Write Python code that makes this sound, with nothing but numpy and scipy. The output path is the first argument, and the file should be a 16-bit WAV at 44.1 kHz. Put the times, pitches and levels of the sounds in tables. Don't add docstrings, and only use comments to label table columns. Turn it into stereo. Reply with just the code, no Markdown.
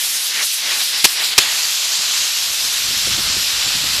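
import sys
import numpy as np
from scipy import signal
from scipy.fft import rfft, irfft, next_fast_len
from scipy.io import wavfile
from scipy.ndimage import uniform_filter1d, map_coordinates

SR = 44100
rng = np.random.default_rng(int(sys.argv[2]) if len(sys.argv) > 2 else 0)


def store_pcm(level_fs):
    pcm = np.round(np.clip(level_fs, -1, 1) * 32767).astype(np.int16)
    wavfile.write(sys.argv[1], SR, np.atleast_2d(pcm).T)


N = 176400

# time_s, roar_db, hiss_db, fizz_db
BURN_LEVELS = [(0.0, -31.5, -22, -23), (0.285, -33, -21.5, -25), (0.32, -29.5, -21.5, -31.5),
               (0.41, -23, -22, -29), (0.435, -24.9, -18, -23.5), (0.45, -33, -23, -20),
               (0.495, -36, -20.8, -27.2), (0.545, -37.5, -22, -22), (0.635, -29, -21.2, -32.5),
               (0.715, -23.5, -18, -29), (0.79, -28.1, -21, -24.5), (0.815, -27, -17, -27),
               (0.84, -32, -20.0, -22.5), (0.915, -33.5, -21.5, -27), (0.94, -28, -18.5, -34),
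               (0.99, -27, -19, -25), (1.005, -29, -16, -29), (1.035, -31, -18.5, -24),
               (1.075, -30, -19.5, -25.5), (1.125, -32.5, -23.5, -23.5), (1.185, -26, -18, -34),
               (1.22, -23.5, -19.5, -27.5), (1.25, -29, -15.5, -24.5), (1.295, -31.5, -20, -29.1),
               (1.335, -25.5, -18.5, -31.7), (1.405, -23, -15.5, -27), (1.46, -25, -19.5, -29.8),
               (1.525, -27.5, -18, -26.9), (1.75, -32.1, -19.5, -28), (2.05, -29.6, -18, -30.6),
               (2.24, -30.5, -17.5, -28.5), (2.255, -32, -18.5, -29.3), (2.555, -32.0, -19.4, -27),
               (3.175, -29, -18, -29), (3.235, -28.5, -19.0, -26), (3.295, -28, -17, -33),
               (3.415, -30, -18, -26), (3.59, -28.5, -18, -30.5), (3.985, -29, -18, -28.8)]
# frequency_hz, relative_density_db
FLARE_SPECTRUM = [(25, -35), (100, -32), (180, -23.4), (300, -21), (550, -17.5), (800, -13), (1300, -10.5),
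                  (1800, -5.5), (2700, -1), (4000, 2), (5100, 1.5), (6200, -0.5), (7800, -7), (9200, -10.5),
                  (11000, -9.5), (13500, -15), (14500, -19), (15300, -33)]
JET_SPECTRUM = [(25, -36), (100, -40), (180, -27), (300, -25.5), (550, -19), (900, -14), (1400, -10),
                (2100, -8.5), (2700, -4), (3500, -2), (4100, -0.5), (5500, -2.5), (7300, -3.5),
                (8900, -13.5), (11500, -11), (13300, -15.0), (14300, -22.5), (15300, -35)]
# time_s, centre_hz, depth_db
HISS_NOTCH = [(.55, 6500, -0.5), (1.2, 6330, 9), (1.45, 5700, 5), (1.62, 5700, 0), (1.9, 6700, -0.5),
              (2.4, 7200, 3), (3.5, 6500, 5.5)]
# start_s, level_db, hold_s, choke_depth_db, rolloff_hz
GAS_POPS = [(1.043, -2, 0.012, 2, 14200), (1.3797, 0, 0.0083, 6, 8700)]
# frequency_hz, relative_density_db
POP_SPECTRUM = [(30, -24), (100, -12), (250, -6), (450, -8.5), (700, -15.5), (1050, -7), (1500, -9),
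                (2600, -0.5), (4500, 0), (7000, -3), (9000, -8), (13000, -7.5), (15500, -35)]
# time_s, level_db
WIND_LEVELS = [(1.5, -56.5), (1.91, -65), (2.04, -56), (2.15, -57.7), (2.205, -50), (2.27, -65),
               (2.505, -47), (2.565, -60), (2.675, -46), (2.715, -59), (2.88, -37), (3.03, -47),
               (3.06, -36), (3.575, -46), (3.82, -36.5), (3.98, -42)]
# frequency_hz, relative_density_db
WIND_SPECTRUM = [(20, -8.5), (45, -1), (90, -0.5), (160, -3), (260, -6.5), (450, -17), (900, -27),
                 (2000, -70)]
# peak_s, level_db, gaussian_width_s
EDDY_THUMPS = [(3.077, -32, .004), (3.192, -28, 0.0075), (3.37, -35, .005), (3.841, -32.5, 0.0046),
               (3.996, -28, 0.0059)]
# frequency_hz, relative_density_db
EDDY_SPECTRUM = [(20, -12), (100, -9), (350, 3), (600, -3), (1200, -25), (4000, -70)]

SETTLE_MIDPOINT_S, SETTLE_LENGTH_S = 1.5, 0.37
ROAR_EDGE_HZ, FIZZ_EDGE_HZ, NOTCH_WIDTH_HZ = 2500, 8500, 460
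ROAR_TRIM_DB, HISS_TRIM_DB, FIZZ_TRIM_DB = 0.46, -0.3, 0.76
FLUTTER_PER_S, FLUTTER_DB = 45, 0.34
CRACKLES_PER_S, CRACKLE_SPREAD_DB, CRACKLE_RE_HISS_DB = 300, 2.5, -13
CHOKE_S, POP_T60_S, POP_LOW_HZ = 0.04, 0.025, 100
POP_TAIL_DB, POP_TAIL_T60_S = -29, 0.13
WIND_TRIM_DB, WIND_RISE_DB_PER_S, GUSTS_PER_S, GUST_DB = 1.1, 16, 28, 2.5
CLIP_LEVEL, CLIP_HARDNESS, BAND_LIMIT_HZ = 0.95, 6.7, 15400
TIME_S = np.arange(N) / SR


def amp(db):
    return 10 ** (np.asarray(db) / 20)


def unit_rms(x):
    return x / np.sqrt(np.mean(x ** 2) + 1e-20)


def curves(rows):
    times, *columns = np.transpose(rows)
    return [np.interp(TIME_S, times, column) for column in columns]


def wobble(knots_per_s):
    return map_coordinates(rng.standard_normal(2048), [TIME_S * knots_per_s], mode="mirror")


def filtered(x, response):
    size = next_fast_len(N + 8192)
    return irfft(rfft(x, size) * response(np.fft.rfftfreq(size, 1 / SR)), size)[..., :N]


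def coloured(x, spectrum):
    knots_hz, db = np.transpose(spectrum)
    return unit_rms(filtered(x, lambda hz: amp(np.interp(np.log(hz + 1), np.log(knots_hz + 1), db))))


def band(x, low_hz, high_hz, order):
    def response(hz):
        low_cut = 1 + (low_hz / (hz + 1)) ** (2 * order)
        high_cut = 1 + (hz / high_hz) ** (2 * order)
        return (low_cut * high_cut) ** -.5
    return unit_rms(filtered(x, response))


def turbulence(patchy_db):
    spectra = signal.stft(rng.standard_normal(N), nperseg=256)[2]
    patches = uniform_filter1d(rng.standard_normal(spectra.shape), size=4, axis=0)
    patches = uniform_filter1d(patches, size=18, axis=1)
    return signal.istft(spectra * amp(patchy_db * unit_rms(patches)), nperseg=256)[1][:N]


def rushing_gas(low_hz, high_hz, patchy_db):
    jet_share = np.clip((TIME_S - SETTLE_MIDPOINT_S) / SETTLE_LENGTH_S + .5, 0, 1)
    noise = turbulence(patchy_db)
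    flare = band(coloured(noise, FLARE_SPECTRUM), low_hz, high_hz, order=5)
    jet = band(coloured(noise, JET_SPECTRUM), low_hz, high_hz, order=5)
    return (1 - jet_share) * flare + jet_share * jet


def grain_crackle():
    bursts = rng.random(N) < CRACKLES_PER_S / SR
    sizes = amp(CRACKLE_SPREAD_DB * np.minimum(rng.exponential(size=N), 4))
    return coloured(bursts * sizes * rng.choice([-1, 1], N), JET_SPECTRUM)


def drifting_notch(x):
    hz, frame_s, spectra = signal.stft(x, SR, nperseg=512)
    times, centres_hz, depths_db = np.transpose(HISS_NOTCH)
    offset_hz = hz[:, None] - np.interp(frame_s, times, centres_hz)
    cut_db = np.interp(frame_s, times, depths_db) * np.exp(-.5 * (offset_hz / NOTCH_WIDTH_HZ) ** 2)
    return unit_rms(signal.istft(spectra * amp(-cut_db), SR, nperseg=512)[1][:N])


def flame():
    roar_db, hiss_db, fizz_db = curves(BURN_LEVELS)
    roar = amp(roar_db + ROAR_TRIM_DB) * rushing_gas(10, ROAR_EDGE_HZ, patchy_db=1.0)
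    hiss = rushing_gas(ROAR_EDGE_HZ, FIZZ_EDGE_HZ, patchy_db=1.07)
    hiss += amp(CRACKLE_RE_HISS_DB) * grain_crackle()
    hiss = amp(hiss_db + HISS_TRIM_DB) * drifting_notch(hiss)
    fizz = amp(fizz_db + FIZZ_TRIM_DB) * rushing_gas(FIZZ_EDGE_HZ, SR, patchy_db=1.5)
    choke_db = sum(depth_db * ((TIME_S > pop_s - CHOKE_S) & (TIME_S < pop_s))
                   for pop_s, _, _, depth_db, _ in GAS_POPS)
    choke_db = uniform_filter1d(choke_db, size=128)
    return (roar + hiss + fizz) * amp(FLUTTER_DB * wobble(FLUTTER_PER_S) - choke_db)


def gas_pops():
    pops = np.zeros(N)
    for start_s, level_db, hold_s, _, rolloff_hz in GAS_POPS:
        decay_s = np.maximum(TIME_S - start_s - hold_s, 0)
        body = amp(-60 * decay_s / POP_T60_S)
        tail = amp(POP_TAIL_DB - 60 * decay_s / POP_TAIL_T60_S)
        burst = band(coloured(rng.standard_normal(N), POP_SPECTRUM), POP_LOW_HZ, rolloff_hz, order=2)
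        pops += amp(level_db) * (TIME_S >= start_s) * (body + tail) * burst
    return pops


def plume_wind():
    level_db, = curves(WIND_LEVELS)
    fade_in_db = -WIND_RISE_DB_PER_S * np.maximum(WIND_LEVELS[0][0] - TIME_S, 0)
    gusts = amp(GUST_DB * wobble(GUSTS_PER_S))
    rumble = unit_rms(gusts * coloured(rng.standard_normal(N), WIND_SPECTRUM))
    return amp(level_db + WIND_TRIM_DB + fade_in_db) * rumble


def eddy_thumps():
    envelope = sum(amp(level_db) * np.exp(-.5 * ((TIME_S - peak_s) / width_s) ** 2)
                   for peak_s, level_db, width_s in EDDY_THUMPS)
    return envelope * coloured(rng.standard_normal(N), EDDY_SPECTRUM)


def scene():
    return np.tile(flame() + gas_pops() + plume_wind() + eddy_thumps(), (2, 1))


def record(dry):
    clipped = dry / (1 + np.abs(dry / CLIP_LEVEL) ** CLIP_HARDNESS) ** (1 / CLIP_HARDNESS)
    return filtered(clipped, lambda hz: hz < BAND_LIMIT_HZ)


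dry = scene()
out = record(dry)
store_pcm(out)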